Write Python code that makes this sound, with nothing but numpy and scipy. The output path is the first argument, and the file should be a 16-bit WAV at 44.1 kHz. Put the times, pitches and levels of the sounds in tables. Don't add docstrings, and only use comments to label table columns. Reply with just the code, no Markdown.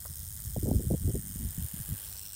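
import sys
import numpy as np
from scipy import signal
from scipy.fft import rfft, irfft, next_fast_len
from scipy.io import wavfile
from scipy.ndimage import uniform_filter1d

SR = 44100
rng = np.random.default_rng(int(sys.argv[2]) if len(sys.argv) > 2 else 0)


def dump(signal):
    limited = np.clip(np.atleast_2d(signal).T, -1, 1)
    pcm = np.round(limited * 32767).astype(np.int16)
    wavfile.write(sys.argv[1], SR, pcm)


N = 103635

# frequency in Hz, relative level in dB.
AIR_SPECTRUM = [(100, 4.5), (400, -3.5), (900, -3), (1600, -5.5), (2400, -8), (5000, -6.5), (15000, -10)]
# time in seconds, rms level in dB.
AIR_LEVEL = [(0, -63), (1.1, -63.5), (1.6, -57), (2.1, -55.5), (2.35, -60.5)]

# time in seconds, level in dB.
WIND_LEVEL = [(0.0, -49), (0.42, -45), (0.46, -43.5), (0.52, -41.5), (0.65, -32), (0.69, -38),
              (0.77, -24.5), (0.79, -41), (0.84, -40), (0.93, -24.5), (0.97, -40.5), (1.07, -26.5),
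              (1.12, -39), (1.15, -32), (1.26, -49), (1.47, -33.5), (1.54, -50), (1.58, -43), (1.65, -33.5),
              (1.69, -62), (1.82, -39.5), (1.84, -57), (1.92, -33.5), (2.0, -60.5), (2.08, -49.5),
              (2.35, -57.5)]
# frequency in Hz, relative level in dB.
WIND_SPECTRUM = [(15, -44), (30, -15), (50, -1.5), (70, 1.5), (100, -1.5), (150, -13.5), (250, -26.5),
                 (500, -46), (1000, -60)]
WIND_EVENNESS = 0.4

# start in seconds, length in seconds,
# level in dB (rms if spread over that length), upper band edge in Hz.
THUMPS = [(.088, .025, -43.5, 173), (.198, 0.037, -45, 132), (0.454, 0.026, -38, 96),
          (.49, 0.021, -44, 160), (.565, 0.016, -30.5, 360), (.628, 0.032, -31, 284),
          (.657, 0.045, -28.5, 486), (.688, 0.016, -57, 375), (.725, 0.037, -31.5, 380),
          (.755, 0.031, -29, 234), (.794, 0.018, -33.5, 385), (.832, 0.025, -41, 355),
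          (.866, 0.018, -32, 212), (.903, 0.019, -27, 430), (.918, 0.014, -28, 172),
          (.934, 0.015, -27, 466), (1.04, 0.052, -38, 276), (1.078, 0.03, -33, 430),
          (1.141, 0.021, -31, 437), (1.168, 0.027, -35.5, 210), (1.235, 0.088, -46, 222),
          (1.357, 0.015, -38.5, 195), (1.395, 0.066, -40, 268), (1.578, 0.024, -34, 164),
          (1.61, 0.019, -41.5, 206), (1.763, 0.016, -50.5, 393), (1.793, 0.018, -39, 145),
          (1.885, 0.037, -41.5, 235), (1.932, 0.0097, -39.5, 296)]
THUMP_LOW_HZ = 85.6
THUMP_SLOPE, THUMP_TILT = 4.1, 0.92
THUMP_RISE_S, THUMP_RELEASE_S = 0.0023, 0.006

# start in seconds, level in dB before the envelope.
SCUFFS = [(.051, -46), (0.235, -66), (.392, -58)]
# frequency in Hz, relative level in dB.
SCUFF_SPECTRUM = [(200, -18), (500, 2.5), (750, -4), (1050, 0), (1500, -3), (2200, -19), (5000, -53)]
SCUFF_RISE_S, SCUFF_T60_S = 0.00072, 0.063

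# centre in seconds, level in dB before the envelope, pitch in Hz.
KNOCKS = [(0.5646, -25.5, 525), (0.7139, -22.5, 526), (0.7174, -17, 194), (.9113, -23, 460),
          (0.948, -27, 352), (1.1564, -26.5, 320), (1.743, -29.5, 157), (1.925, -26, 148)]
KNOCK_WIDTH_CYCLES = 0.4

GATE_DB, GATE_T60_S = -14.5, 0.088

# time in seconds, shakes per second.
SHAKE_RATE = [(0, 106.38), (.4, 104.64), (.8, 103.98), (1.15, 101.91), (1.5, 102.21), (1.85, 101.57),
              (2.35, 102.03)]
FIRST_SHAKE = 0.235
# time in seconds, level in dB.
BUZZ_LEVEL = [(0, -43), (.2, -43), (.6, -43.5), (.85, -44.3), (1.3, -43), (1.7, -41.5), (2.0, -41),
              (2.15, -41.5), (2.35, -41.5)]
# delay as a share of a shake, relative level in dB,
# timing scatter in milliseconds.
COLLISIONS = [(0, -1.5, .25), (.16, -2.5, .4), (.24, -1.5, .35), (0.431, -1.5, .6), (0.561, -10, .6),
              (.72, -16.5, 1.0)]
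CLACK_RISE_S, CLACK_T60_S, CLACK_SCATTER_DB = 0.00035, 0.0054, 3.0
SHAKE_SCATTER_DB, BACKSTROKE_DB = 1.0, -1.3
SEGMENT_DEPTH_DB, SEGMENT_WIDTH_HZ = 3, 972

# frequency in Hz, relative level in dB.
SPECTRUM_FAR = [(1160, -23), (1510, -19.5), (2020, -20.0), (2450, -31), (2800, -33), (3060, -16),
                (4520, -19.5), (5210, -9), (6070, -16), (6420, -9), (7620, -9.5), (8310, -2.5),
                (10980, -7.5), (11240, -8), (12190, -8), (12790, -9.5), (13480, -6.5), (14430, 0),
                (14770, -3.5), (15720, -9)]
SPECTRUM_PASSING = [(1160, -20.5), (1680, -16.5), (2020, -16.5), (2540, -33), (3060, -13.5), (4440, -25),
                    (5210, -10.5), (5990, -14.5), (6330, -8.5), (7190, -5.5), (7450, -8), (8310, -1.5),
                    (9600, 2), (10030, -9), (11070, -9), (13140, -9.5), (13910, -1.5), (14340, -1),
                    (14860, 0.5), (15720, -16)]
SPECTRUM_NEAR = [(1160, -27), (1590, -10.5), (2020, -16.5), (2280, -25.5), (3140, -11), (4780, -19.0),
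                 (5210, -10.5), (5470, -17), (6070, -19), (7190, -7.5), (7800, -9), (8050, -3),
                 (8910, -4.5), (9170, -2.0), (9600, -0.5), (10290, -4.5), (11070, -5.0), (11670, -8.5),
                 (14080, 1), (15720, -6.5)]
SPECTRUM_TURNED = [(1160, -26), (1590, -14), (1850, -31), (2200, -28), (2710, -12.5), (3830, -14.5),
                   (4090, -9.5), (4870, -16), (5300, -3.5), (6160, -10.5), (6500, -16), (8480, 1),
                   (9260, -6.5), (9950, -7.0), (10380, -13), (11330, -9), (11580, -16.5), (12960, -10),
                   (13910, 0.5), (15720, -4)]
POSITION_TIMES = [.45, 1.15, 1.98, 2.16]
RATTLE_LOW_HZ = 1180

TOP_HZ = 15810


def amp(db):
    return 10 ** (np.asarray(db) / 20)


def unit(x):
    return x / np.sqrt(np.mean(x ** 2) + 1e-20)


def along(points, hz):
    f, v = np.transpose(points)
    return np.interp(np.log(hz + 1), np.log(f + 1), v)


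def curve(rows):
    return np.interp(np.arange(N) / SR, *np.transpose(rows))


def decay(t, t60_s):
    return np.exp(-np.log(1000) * t / t60_s)


def filtered(x, response):
    m = next_fast_len(len(x) + 8192)
    spectrum = rfft(x, m) * response(np.fft.rfftfreq(m, 1 / SR))
    return irfft(spectrum, m)[:len(x)]


def noise(colour):
    return unit(filtered(rng.standard_normal(N), lambda hz: amp(along(colour, hz))))


def add(track, s, sound):
    i = int(np.clip(round(s * SR), 0, N))
    track[i:i + len(sound)] += sound[:N - i]


def air():
    return amp(curve(AIR_LEVEL)) * noise(AIR_SPECTRUM)


def wind():
    eddies = noise(WIND_SPECTRUM)
    power = np.abs(signal.hilbert(eddies)) ** 2
    swell = np.sqrt(np.abs(uniform_filter1d(power, size=900)) + 1e-6)
    return amp(curve(WIND_LEVEL)) * unit(eddies / swell ** WIND_EVENNESS)


def thumps(size=8192):
    out, t = np.zeros(N), np.arange(size) / SR
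    for s, length, db, edge_hz in THUMPS:
        def band(hz):
            tilt = (1 + hz / THUMP_LOW_HZ) ** -THUMP_TILT
            low_cut = np.hypot(1, (THUMP_LOW_HZ / (hz + 1)) ** 2)
            high_cut = np.hypot(1, (hz / edge_hz) ** THUMP_SLOPE)
            return tilt / low_cut / high_cut

        rise = np.sin(np.pi / 2 * np.clip(t / THUMP_RISE_S, 0, 1)) ** 2
        release = 1 / np.cosh(np.clip((t - length + THUMP_RELEASE_S) / THUMP_RELEASE_S, 0, 20))
        lump = rise * release * filtered(rng.standard_normal(size), band)
        add(out, s, amp(db) * lump * np.sqrt(length * SR) / np.linalg.norm(lump))
    return out


def scuffs():
    out, t = np.zeros(N), np.arange(SR // 10) / SR
    envelope = (1 - np.exp(-t / SCUFF_RISE_S)) * decay(t, SCUFF_T60_S)
    for s, db in SCUFFS:
        add(out, s, amp(db) * noise(SCUFF_SPECTRUM)[:len(t)] * envelope)
    return out


def knocks():
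    out, t = np.zeros(N), np.arange(N) / SR
    for s, db, hz in KNOCKS:
        cycles = (t - s) * hz
        bell = np.exp(-(cycles / KNOCK_WIDTH_CYCLES) ** 2 / 2)
        out += amp(db) * np.sin(2 * np.pi * cycles) * bell
    return out


def gate(x, count=12):
    t = np.arange(SR // 10) / SR
    tails = rng.standard_normal((count, len(t))) * decay(t, GATE_T60_S)
    out = np.zeros(N)
    for tail, turn in zip(tails, np.eye(count)):
        share = np.sqrt(np.interp(np.arange(N), np.linspace(0, N, count), turn))
        out += signal.fftconvolve(x * share, tail / np.linalg.norm(tail))[:N]
    return out


def clacks(count, size=512):
    t, hz = np.arange(size) / SR, np.fft.rfftfreq(size, 1 / SR)
    knots = rng.standard_normal((count, size))
    colour = np.array([np.interp(hz / SEGMENT_WIDTH_HZ, np.arange(size), k) for k in knots])
    ring = irfft(rfft(rng.standard_normal((count, size))) * amp(SEGMENT_DEPTH_DB * colour))
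    ring = ring * (1 - np.exp(-t / CLACK_RISE_S)) * decay(t, CLACK_T60_S)
    return ring / np.linalg.norm(ring, axis=1, keepdims=True)


def collision_train():
    t = np.arange(N) / SR
    turns = np.cumsum(curve(SHAKE_RATE)) / SR - FIRST_SHAKE
    shakes = np.arange(int(turns[-1]) + 1)
    shake_db = BACKSTROKE_DB * (shakes % 2) + SHAKE_SCATTER_DB * rng.standard_normal(len(shakes))
    delay, level_db, scatter_ms = np.transpose(COLLISIONS)
    scatter_db = CLACK_SCATTER_DB * rng.standard_normal((len(shakes), len(delay)))
    sizes = amp(level_db + scatter_db)
    sizes = sizes / np.linalg.norm(sizes, axis=1, keepdims=True) * amp(shake_db)[:, None]
    times = np.interp(shakes[:, None] + delay, turns, t)
    times = times + scatter_ms / 1000 * rng.standard_normal(sizes.shape)
    train = np.zeros(N)
    for s, size, clack in zip(times.ravel(), sizes.ravel(), clacks(sizes.size)):
        add(train, s, size * clack)
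    return train


def rattle():
    t, train = np.arange(N) / SR, collision_train()
    spectra = [SPECTRUM_FAR, SPECTRUM_PASSING, SPECTRUM_NEAR, SPECTRUM_TURNED]
    buzz = np.zeros(N)
    for spectrum, turn in zip(spectra, np.eye(len(spectra))):
        def response(hz):
            return amp(along(spectrum, hz)) / np.hypot(1, (RATTLE_LOW_HZ / (hz + 1)) ** 3)

        buzz += unit(filtered(train, response)) * np.interp(t, POSITION_TIMES, turn)
    return amp(curve(BUZZ_LEVEL)) * buzz


def scene():
    buzz = rattle()
    microphone = wind() + thumps() + scuffs() + knocks()
    return (air() + microphone + amp(GATE_DB) * gate(buzz) + buzz)[None]


def record(dry):
    return np.array([filtered(x, lambda hz: hz < TOP_HZ) for x in dry])


dry = scene()
out = record(dry)
dump(out)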